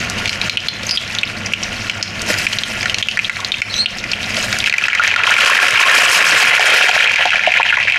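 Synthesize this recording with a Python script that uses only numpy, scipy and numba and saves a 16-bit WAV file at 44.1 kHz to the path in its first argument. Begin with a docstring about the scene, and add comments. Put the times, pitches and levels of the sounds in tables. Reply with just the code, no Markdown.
"""Croquettes frying in a saucepan

Frozen croquettes fry in a small steel pan; two more slide in near 2.3 s and 4.3 s, each with a flash of hiss.
The second brings a rolling boil that swells and subsides, made of random clicks and short ringing bubbles.
Larger bubbles pop, droplets spit, and at two moments steam whistles from a crust as gliding sine tones.
The pan and kitchen echo this over a cooker's fan noise and hum. A limiter ducks everything around loud pops."""
import sys
import numpy as np
from scipy import signal
from scipy.fft import rfft, irfft
from scipy.io import wavfile
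from scipy.ndimage import uniform_filter1d, minimum_filter1d
from numba import njit

SR = 44100
rng = np.random.default_rng(int(sys.argv[2]) if len(sys.argv) > 2 else 0)


def file_out(sig):
    """Save sig as 16-bit WAV at sys.argv[1]."""
    # one column per channel
    cols = np.atleast_2d(sig).T
    # limit, then scale
    lim = np.clip(cols, -1, 1)
    pcm = np.round(lim * 32767).astype(np.int16)
    wavfile.write(sys.argv[1], SR, pcm)


N = 351918
TIME = np.arange(N) / SR  # seconds

# The second croquette turns the simmer into a rolling boil.
ROLLING_FROM_S, ROLLING_TAKES_S = 4.4, 0.48
# The microphone backs away from the pan.
BACK_OFF_S, BACK_OFF_TAKES_S = 6.56, 0.46


def undb(db):
    """Turn decibels into a gain."""
    return 10 ** (np.asarray(db) / 20)


def unit(x):
    """Scale to an rms level of 1."""
    return x / np.sqrt(np.mean(x ** 2))


def curves(table):
    """Join each column of a table by straight lines in time."""
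    s, *columns = np.transpose(table)
    return [np.interp(TIME, s, column) for column in columns]


def ramp(start_s, takes_s):
    """A straight rise from 0 to 1."""
    return np.clip((TIME - start_s) / takes_s, 0, 1)


def walk(rate):
    """Smooth random wandering with an rms of 1, heading for a new value rate times a second."""
    hold = int(SR / rate)
    steps = np.repeat(rng.standard_normal(N // hold + 1), hold)
    return unit(uniform_filter1d(steps, hold)[:N])


def convolve(x, response):
    """Pass a sound through an impulse response."""
    return signal.fftconvolve(x, response)[:N]


def colour(x, points, size=8192):
    """Causal filter through (Hz, dB) points, falling steeply beyond both ends."""
    hz, db = np.transpose(points)
    octave = np.log2(np.maximum(np.fft.rfftfreq(size, 1 / SR), 1))
    beyond = np.abs(octave - np.clip(octave, np.log2(hz[0]), np.log2(hz[-1])))
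    level_db = np.interp(octave, np.log2(hz), db) - np.minimum(30 * beyond, 60)
    # folding the cepstrum puts the filter's response after each sound, never before it
    cepstrum = irfft(np.log(undb(level_db)))
    cepstrum[1:size // 2] *= 2
    cepstrum[size // 2 + 1:] = 0
    return convolve(x, irfft(np.exp(rfft(cepstrum))))


def impulses(s, size):
    """One sharp push of the given size at each time."""
    out = np.zeros(N)
    out[np.clip((s * SR).astype(int), 0, N - 1)] = size
    return out


@njit
def bubbles(start, hz, cycles, size, glide):
    """Each bubble swells within a cycle, rings for a few more and drifts up in pitch by the fraction glide."""
    out = np.zeros(N)
    for k in range(len(start)):
        first, step = int(start[k] * SR), hz[k] / SR
        length = int(5 * cycles[k] / step)
        z = size[k] + 0j
        turn = np.exp(2j * np.pi * step - step / cycles[k])  # one sample of ringing and decay
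        bend = np.exp(2j * np.pi * step * glide / length)
        closed, opening = 1., np.exp(-1.3 * step)
        for i in range(max(first, 0), min(first + length, N)):
            out[i] += z.imag * (1 - closed)
            z, turn, closed = z * turn, turn * bend, closed * opening
    return out


def swarm(rate, low_hz, high_hz, cycles, spread_db, count=24000):
    """Bubbles of random size and pitch at a given rate per second, with steady mean power."""
    chance = rng.random((count, 4))
    due = np.cumsum(-np.log(1 - chance[:, 0]))  # random gaps, counted in bubbles
    born = np.cumsum(rate * np.ones(N)) / SR
    kept = due < born[-1]
    chance, start = chance[kept], np.interp(due[kept], born, TIME)
    lowest = np.interp(start, TIME, low_hz * np.ones(N))
    hz = lowest + (high_hz - lowest) * chance[:, 1]
    size = undb(-spread_db * np.log(0.019 + chance[:, 2])) * np.sqrt(hz)
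    return bubbles(start, hz, cycles * (.5 + chance[:, 3]), size, 0.14) / np.sqrt(rate)


def clicks(rate, spread_db):
    """Droplets flashing to steam: very many small clicks and a few big ones."""
    fired = rng.random(N) < rate / SR
    return fired * rng.choice([-1, 1], N) * undb(-spread_db * np.log(0.0074 + rng.random(N)))


# How hard the oil boils.
# Each row: time in seconds, vigour from 0 (simmer) to about 1 (foaming right up).
VIGOUR = [(4.6, 0.0055), (4.75, 0.18), (4.92, .32), (5.12, 0.41), (5.3, .62), (5.55, 0.84), (5.78, 0.79),
          (6.02, 0.98), (6.3, 1.014), (6.55, .94), (6.9, 0.92), (7.08, 0.72), (7.3, 0.6), (7.6, 0.45),
          (7.98, 0.33)]


def vigour(s):
    """How hard the oil boils at the given times."""
    return np.maximum(np.interp(s, *np.transpose(VIGOUR), left=0), 0)


def follow(law, s):
    """A level in dB that rises with the vigour of the boil: simmer + rise * vigour ** bend."""
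    simmer_db, rise_db, bend = law
    return simmer_db + rise_db * vigour(s) ** bend


# Croquettes slide in and their frost flashes to steam.
# Each row: start in seconds, strength as a plain factor.
CROQUETTES = [(2.25, 1.04), (4.26, 0.9)]


def plunges(decay_s, attack_s=0.042):
    """Each croquette's entry as a control curve: a quick rise, then a decay."""
    out = np.zeros(N)
    for s, strength in CROQUETTES:
        fall = np.exp(-np.maximum(TIME - s - attack_s, 0) / decay_s)
        out += strength * ramp(s, attack_s) * fall
    return out


# How large the boiling bubbles get.
# Each row: time in seconds, pitch of the largest bubble in Hz.
LARGEST_BUBBLE = [(4.7, 1370), (5.0, 1080), (5.5, 967.3), (6.2, 1025), (6.8, 1296), (7.3, 1550),
                  (7.98, 1696)]


def largest_bubble():
    """The pitch in Hz of the largest boiling bubble; larger bubbles ring lower."""
    hz, = curves(LARGEST_BUBBLE)
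    return hz


# Tone of the fan's rush. Each row: frequency in Hz, relative level in dB.
FAN_COLOUR = [(15, -10), (25, -11.5), (64, -8), (86, -6.5), (102, -1), (146, -9), (216, -2.5), (258, -9),
              (289, -16), (323, -11), (405, -17.5), (692, -12), (926, -29), (1110, -13), (1200, -16.5),
              (1560, -30), (2640, -120)]
# Mains hum of the cooker. Each row: average pitch in Hz, rms level in dB.
HUM = [(100, -36), (208, -42.5)]


def cooker(fan_db, waver):
    """A fan's low rush is coloured noise; the hum is a pair of sines whose pitch wavers."""
    fan = unit(colour(rng.standard_normal(N), FAN_COLOUR)) * undb(fan_db + walk(7.5))
    hum = np.zeros(N)
    for hz, db in HUM:
        phase = 2 * np.pi * np.cumsum(hz * (1 + waver * walk(15))) / SR
        hum += undb(db) * np.sqrt(2) * np.sin(phase)
    return fan + hum


# Tone of the bubbles at a simmer. Each row: frequency in Hz, relative level in dB.
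SIMMER_COLOUR = [(900, -24.5), (1150, -9.5), (1400, -7.5), (1900, -1.5), (2400, -3.5), (2900, -1),
                 (3500, -13.5), (4200, -18)]
# Tone of the bubbles in the rolling boil. Each row: frequency in Hz, relative level in dB.
BOIL_COLOUR = [(600, -24), (900, -14.5), (1100, -3), (1400, -8.5), (1700, -2.5), (2000, -5.5), (2500, -4),
               (3000, -5.5), (3500, -14), (4300, -15.5), (6000, -18)]
# How the bubbling follows the vigour: level in dB at a simmer, rise in dB, bend of the curve.
BOIL_LAW = (-23.5, 28.1, 0.64)


def bubbling(flash, splash, swell, surge, clusters):
    """Steam bubbles ring in the oil; the harder it boils, the more there are, and their largest pitch varies."""
    rolling = ramp(ROLLING_FROM_S, ROLLING_TAKES_S)
    bubbles_per_s = 300 + 1800 * vigour(TIME)
    simmer = swarm(1800, 955, 3900, cycles=1.0, spread_db=-1.5)
    simmer = unit(colour(simmer, SIMMER_COLOUR)) * undb(-2.34)
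    boil = swarm(bubbles_per_s, largest_bubble(), 3970, cycles=1.52, spread_db=2.5)
    boil = unit(colour(boil, BOIL_COLOUR))
    mixed = simmer * np.sqrt(1 - rolling) + boil * np.sqrt(rolling)
    level_db = follow(BOIL_LAW, TIME) + 3 * flash + 2 * splash + 0.7 * swell
    return mixed * undb(level_db + 0.7 * surge + 2.77 * clusters)


# Tone of the crackle. Each row: frequency in Hz, relative level in dB.
CRACKLE_COLOUR = [(1500, -14), (3000, -1.5), (4200, -1.5), (5200, -1), (6500, -5.5), (8000, -18),
                  (11000, -20.5)]
# How the crackle follows the vigour: level in dB at a simmer, rise in dB, bend of the curve.
CRACKLE_LAW = (-34, 27.3, 1.08)


def crackling(flash, swell, surge, clusters):
    """Water bursts from the crusts as fine clicks and short high pings."""
    crackle = unit(colour(clicks(4500, spread_db=2.0), CRACKLE_COLOUR))
    pings = unit(colour(swarm(450, 3300, 9000, cycles=4, spread_db=5.5), CRACKLE_COLOUR))
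    pings = pings * (1 - ramp(ROLLING_FROM_S, ROLLING_TAKES_S) / 2)  # foam smothers them
    level_db = follow(CRACKLE_LAW, TIME) + 5.5 * flash + 0.6 * swell
    return (crackle + pings * undb(0.5)) * undb(level_db + 2.8 * surge + 0.85 * clusters)


# Tone of the spray. Each row: frequency in Hz, relative level in dB.
SPRAY_COLOUR = [(5000, 6), (8000, -4.5), (10000, -8), (12000, -14), (14000, -15)]
# How the spray follows the vigour: level in dB at a simmer, rise in dB, bend of the curve.
SPRAY_LAW = (-51, 35.5, 1.65)


def spraying(flash, swell, surge, clusters):
    """The finest droplets hiss as clicks and the tiniest bubbles fizz."""
    spray = unit(colour(clicks(5900, spread_db=6), SPRAY_COLOUR))
    fizz = unit(colour(swarm(900, 6450, 14900, cycles=6.8, spread_db=3.5), SPRAY_COLOUR))
    # as the microphone backs away, the rim of the pan hides the spray
    rim_shade_db = -9 * ramp(BACK_OFF_S, BACK_OFF_TAKES_S)
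    level_db = follow(SPRAY_LAW, TIME) + 14 * flash + rim_shade_db + 1.8 * swell
    return (spray * undb(7.5) + fizz * undb(4.5)) * undb(level_db + 3.1 * surge + 2.9 * clusters)


# Tone of the gurgle. Each row: frequency in Hz, relative level in dB.
GURGLE_COLOUR = [(110, -17), (280, -10.5), (450, -1), (730, 1.5), (1000, -1.5), (1400, -19)]
# How the gurgle follows the vigour: level in dB at a simmer, rise in dB, bend of the curve.
GURGLE_LAW = (-37.5, 29.15, 0.86)


def gurgling(flash, splash, swell, clusters):
    """Big slow bubbles ring low, and lower still when the boiling bubbles are large."""
    deepest_hz = 225 * (largest_bubble() / 1000) ** 1.61
    gurgle = unit(colour(swarm(600, deepest_hz, 1277, cycles=1.23, spread_db=3.5), GURGLE_COLOUR))
    level_db = follow(GURGLE_LAW, TIME) + 1 * flash + 8.5 * splash + 1.1 * swell
    return gurgle * undb(level_db + 1.7 * clusters)


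def oil():
    """Bubbles, crackle, spray and gurgle share heaves, clusters and flashes; all but the gurgle also spurt."""
    flash = plunges(decay_s=0.53)  # frost turns to steam
    splash = plunges(decay_s=.07)  # the oil closes quickly over each croquette: bubbles and gurgle only
    swell = walk(7)  # the whole pan heaves slowly
    surge = walk(35)  # steam comes in spurts
    # in a rolling boil the foam collapses in clusters
    clusters = ramp(ROLLING_FROM_S, ROLLING_TAKES_S) * walk(130)
    body = bubbling(flash, splash, swell, surge, clusters) + gurgling(flash, splash, swell, clusters)
    crust = crackling(flash, swell, surge, clusters)
    return body + crust + spraying(flash, swell, surge, clusters)


# How the rumble follows the vigour: level in dB at a simmer, rise in dB, bend of the curve.
RUMBLE_LAW = (-41.5, 23.8, 1.9)


def rumble():
    """The body of oil churns as very low bubbles, strongest at the height of the boil."""
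    fade_db = -20 * ramp(BACK_OFF_S, BACK_OFF_TAKES_S)  # it is no longer close to the microphone
    churn = unit(swarm(250, 71, 616, cycles=1.2, spread_db=3.0))
    return churn * undb(follow(RUMBLE_LAW, TIME) + fade_db)


def arrivals(rate, count=600):
    """Uneven moments at a given rate, each with two random numbers from 0 to 1."""
    chance = rng.random((count, 3))
    due = np.cumsum(.3 + 1.4 * chance[:, 0])  # never too close: a bubble needs time to grow
    born = np.cumsum(rate) / SR
    kept = due < born[-1]
    return np.interp(due[kept], born, TIME), chance[kept, 1], chance[kept, 2]


# How the small pops follow the vigour: relative level in dB at a simmer, rise in dB, bend of the curve.
SMALL_POP_LAW = (-19.5, 22.3, 0.2)


def small_pops():
    """Lesser random bursts; in the rolling boil they are more frequent, louder, lower and muffled by foam."""
    rolling = ramp(ROLLING_FROM_S, ROLLING_TAKES_S)
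    s, strength, width = arrivals(5 + 26 * rolling)
    foam = np.interp(s, TIME, rolling)
    db = follow(SMALL_POP_LAW, s) + 11.5 * (strength - .5)
    octaves_down = 0.602 * foam + .75 * (width - .5)
    hz = 3380 * 2 ** -octaves_down
    crack_db = 2 - 18.5 * foam  # crack relative to ring
    return np.column_stack([s, db, hz, crack_db])


# The sharpest droplets spitting at the surface. Each row: start in seconds, relative level in dB.
SPITS = [(0.0992, -10), (3.6182, -4), (4.5875, -6.5), (4.7821, 2), (5.3069, 0), (5.4491, 1), (5.5004, 7.5),
         (5.6825, 2), (5.7083, 9.5), (7.1182, -5)]
# How the small spits follow the vigour: relative level in dB at a simmer, rise in dB, bend of the curve.
SMALL_SPIT_LAW = (-28.5, 4.5, 0.75)


def spits(burst_s, gain_db):
    """Water flashes to steam in sharp ticks: a few big ones, and a lesser one with each small burst."""
    s, db = np.transpose(SPITS)
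    luck_db = -6 * np.log(0.032 + rng.random(len(burst_s)))  # most stay faint
    small_db = follow(SMALL_SPIT_LAW, burst_s) + luck_db
    ticks = impulses(s, undb(db)) + impulses(burst_s, undb(small_db))
    return undb(gain_db) * colour(ticks, [(1500, -8), (3000, -1), (6000, 15.5), (9000, 5), (14000, -9)])


# The loudest steam bubbles bursting.
# Each row: start in seconds, relative level in dB, starting pitch in Hz, crack relative to ring in dB.
BIG_POPS = [(0.2566, -14, 2340, 5), (0.2817, -21, 2530, 10), (0.2937, -6, 4300, 7),
            (0.329, -13.5, 2140, -1), (0.4147, -13.5, 4100, 3), (0.4965, 0.5, 4070, 3),
            (0.572, 6.5, 2930, -13), (0.6845, 0.5, 4010, -9), (0.8929, -13, 4730, -4),
            (0.9101, -2, 4900, -3), (0.9737, 3, 3350, -28), (1.15, -12.5, 3380, 2), (1.186, -6, 3660, -9),
            (1.2327, -1.5, 2620, -29), (1.461, -19, 5630, -18), (1.5354, 1.5, 2760, -4),
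            (1.634, -15.5, 5580, -20), (1.8972, -5.5, 2800, -3), (2.0271, -4, 5160, -2),
            (2.3029, -9.5, 1880, -6), (2.3405, -11, 1810, -3), (2.4674, 2.5, 2390, -9),
            (2.531, -8.5, 2800, 6), (2.5861, -8.5, 4040, 0), (2.6353, -4.5, 3310, -5),
            (2.8294, -11, 2030, 0), (2.8574, -4, 1860, -5), (2.8967, -8, 2900, -4), (2.944, -3.5, 2890, 12),
            (2.9844, -10, 2930, 14), (3.0261, 6, 3270, -6), (3.086, 7.5, 2800, -10), (3.113, -7, 2900, -1),
            (3.1726, 3, 1850, -8.5), (3.191, 6, 2390, -16.5), (3.2463, -8, 3280, -23),
            (3.296, 8, 1890, -7.5), (3.3682, -10, 1970, -15), (3.4472, -8.5, 4130, -3),
            (3.5188, 0, 3550, -8), (3.5415, -6.5, 2640, -25), (3.6186, 9.5, 2330, -8.5),
            (3.741, -8.5, 3510, -3), (3.8591, 5.5, 2860, -21), (4.0397, -13, 2020, -1),
            (4.116, -13, 4500, -4), (4.1338, -9.5, 2800, -13), (4.368, -10.5, 4400, 4),
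            (4.5272, -7, 1620, 5), (4.6967, 2, 2320, 1), (4.7255, 3, 2330, -7), (4.739, 10, 1990, -11),
            (4.7828, 8.5, 2290, -10), (4.8388, 5, 2490, -10), (4.883, 13, 1730, -9),
            (4.9308, 13, 2070, -17), (4.9501, 8, 1920, -4), (4.996, 10, 1400, -16), (5.076, 7.5, 2230, -2),
            (5.1611, 9.5, 1640, -2), (5.2353, 6.5, 2500, -9), (5.273, 5, 1140, -13),
            (5.474, 8.5, 1419, -11), (5.589, 18, 1621, -22), (5.837, 8, 1102, -20), (5.896, 11.5, 1854, -5),
            (6.595, 16, 699, -6.5), (6.892, 14.5, 750.6, -7), (6.964, 9, 734, -22), (7.1583, 11, 2385, 0),
            (7.2545, 15, 790, -11), (7.3052, 9.5, 2500, -12), (7.332, 10.5, 1587, -25),
            (7.344, 4, 790, -20), (7.394, 8, 1880, -18), (7.4734, 11, 711, -20), (7.539, 8, 2374, -16),
            (7.5994, 9, 880.5, -22), (7.6299, 11, 2437, -26), (7.7256, 9, 1643, -24),
            (7.7705, 10.5, 2080, -21), (7.774, 8, 978, -21), (7.922, 9, 2668, -11)]


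def pops(lesser, ring_db, crack_db, cycles, crack_s, foam_db, foam_s, detune, count=5):
    """A bubble's skin tears with a crack, its cavity rings, and the foam beside it collapses just after."""
    s, db, hz, tear_db = np.vstack([BIG_POPS, lesser]).T
    size = undb(db) / np.sqrt(1 + undb(2 * tear_db))  # share the power between ring and crack
    turns = cycles * (hz / 2500) ** 0.59  # wide cavities collapse within a cycle or two
    ring_size = size * (hz / 2500) ** 0.56
    rings = bubbles(s, hz, turns, ring_size, 0.058)
    for late, pitch in rng.random((len(s), 2, count)).T:
        foam_size = ring_size * undb(foam_db - 10 * late)
        foam_hz = hz * np.exp(detune * (2 * pitch - 1))
        rings = rings + bubbles(s + .0007 + foam_s * late, foam_hz, turns, foam_size, 0.048)
    fade = np.exp(-TIME[:SR // 20] / crack_s)
    cracks = convolve(impulses(s, size * undb(tear_db)), fade) * rng.standard_normal(N)
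    cracks = colour(cracks, [(400, -11.5), (1200, -16.5), (2300, 4.5), (4000, 0), (6500, -4.5),
                             (9000, -22.0), (14000, -36.0)])
    return undb(ring_db) * rings + undb(crack_db) * cracks


# Steam squeezing out of a crust, one list of rows for each jet.
# Each row: time in seconds, pitch in Hz before wavering, relative level in dB.
STEAM_JETS = [
    [(.868, 6300, -21), (.885, 5700, -62), (.90, 5600, -42)],
    [(.895, 5050, -38), (.915, 5000, -16), (.94, 4850, -26), (.96, 4800, -23), (.975, 4600, -34)],
    [(3.695, 3640, -77), (3.72, 3900, -32), (3.765, 3970, -25), (3.80, 4130, -17.5), (3.82, 4250, -16.5),
     (3.85, 4330, -38), (3.92, 4350, -48), (3.95, 4320, -51)],
    [(3.72, 6160, -44), (3.745, 6170, -33), (3.775, 5900, -30), (3.81, 5900, -42)],
    [(3.70, 4100, -26), (3.74, 4650, -36), (3.77, 4550, -75)],
]


def steam_jets(waver, overtone_db, flutter_db):
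    """Steam whistles thinly: a gliding, unsteady sine with a weak octave."""
    out = np.zeros(N)
    for jet in STEAM_JETS:
        hz, db = curves(jet)
        phase = 2 * np.pi * np.cumsum(hz * (1 + waver * walk(1400))) / SR
        blowing = (TIME > jet[0][0]) & (TIME < jet[-1][0])
        tone = np.sin(phase) + undb(overtone_db) * np.sin(2 * phase)
        out += blowing * undb(db + 9.5 + flutter_db * walk(300)) * tone
    return out


# Dull plops as the croquettes land and settle.
# Each row: start in seconds, relative level in dB, base pitch in Hz.
PLOPS = [(2.299, -10, 280), (2.3, -9, 560), (2.343, -15, 1630), (3.378, -29, 1270), (3.391, -11.5, 1140),
         (3.426, -16.5, 1120), (4.375, -13, 626)]


def plops(gain_db, cycles):
    """The oil closes over a cavity that breaks into two nearly equal bubbles, then a slightly larger, lower one."""
    s, db, hz = np.transpose(PLOPS)
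    turns = cycles * hz / 1000  # the widest cavities give a dull thud
    out = np.zeros(N)
    for late_s, ratio in [(0, 1.096), (.002, 1.09), (.006, 0.936)]:
        out += bubbles(s + late_s, hz * ratio, turns, undb(db + gain_db), 0.046)
    return out


# Air and wall resonances of the pan. Each row: pitch in Hz, width in Hz, level in dB.
PAN_MODES = [(726, 19, -1), (1423, 54, 2.5), (1604, 70, -10), (2347, 660, -5.5), (4310, 29, -4.5),
             (5260, 40, -22)]


def pan_and_kitchen(x, wall_db, wall_s, room_db, room_t60_s):
    """Direct sound, quick echoes between the pan walls, the pan's resonances and a faint room tail."""
    t = TIME[:SR // 2]
    walls = rng.standard_normal(len(t)) * np.exp(-t / wall_s) * (t > .0012)
    room = rng.standard_normal(len(t)) * undb(-60 * t / room_t60_s) * (t > .006)
    response = undb(wall_db) * walls / np.linalg.norm(walls) + undb(room_db) * room / np.linalg.norm(room)
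    response[0] = 1  # direct sound
    for hz, width, db in PAN_MODES:
        ringing = np.exp(-np.pi * width * t) * np.cos(2 * np.pi * hz * t)
        response += undb(db) * 2 * np.pi * width / SR * ringing
    return convolve(x, response)


def scene():
    """The frying echoes in pan and kitchen; the cooker is added without echo."""
    sizzle = oil() + rumble()
    lesser = small_pops()
    ticks = spits(lesser[:, 0], gain_db=10.5)
    bursts = pops(lesser, ring_db=14, crack_db=12, cycles=2.56, crack_s=0.0021,
                  foam_db=-6.5, foam_s=.007, detune=0.19)
    whistles = steam_jets(waver=.028, overtone_db=-21.5, flutter_db=2.0)
    frying = sizzle + ticks + bursts + whistles + plops(gain_db=2.5, cycles=3.1)
    heard = pan_and_kitchen(frying, wall_db=-9.5, wall_s=0.0055, room_db=-13.5, room_t60_s=0.36)
    return (heard + cooker(fan_db=-28.0, waver=0.0181))[None]


@njit
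def recover(cut, step):
    """The gain reduction follows each peak at once and then lets go gradually."""
    out, held = np.empty(len(cut)), 0.
    for i in range(len(cut)):
        held = max(cut[i], held * (1 - step))
        out[i] = held
    return out


def limiter(x, ceiling_db, release_s, memory, memory_s, size=256):
    """Look-ahead limiter: the gain dips just before a peak, and stays low while the peaks keep coming."""
    cut_db = np.maximum(20 * np.log10(np.abs(x) + 1e-9) - ceiling_db, 0)
    ahead_db = -minimum_filter1d(-cut_db, 2 * size, origin=-size + size // 2)
    quick_db = recover(ahead_db, 1 / (release_s * SR))
    step = 1 / (memory_s * SR)
    slow_db = memory * signal.lfilter([step], [1, step - 1], quick_db)
    return x * undb(-uniform_filter1d(np.maximum(quick_db, slow_db), size))


def record(dry):
    """The microphone's limiter holds the peaks, what is left of them is rounded, and the top is cut."""
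    held = limiter(dry[0], ceiling_db=0.0, release_s=0.055, memory=0.8, memory_s=0.28)
    rounded = held / (1 + (held / .84) ** 6) ** (1 / 6)
    top_cut = signal.ellip(10, .2, 70, 14050, fs=SR, output="sos")  # steep low-pass at 14050 Hz
    return signal.sosfilt(top_cut, rounded)[None]


dry = scene()
out = record(dry)
file_out(out)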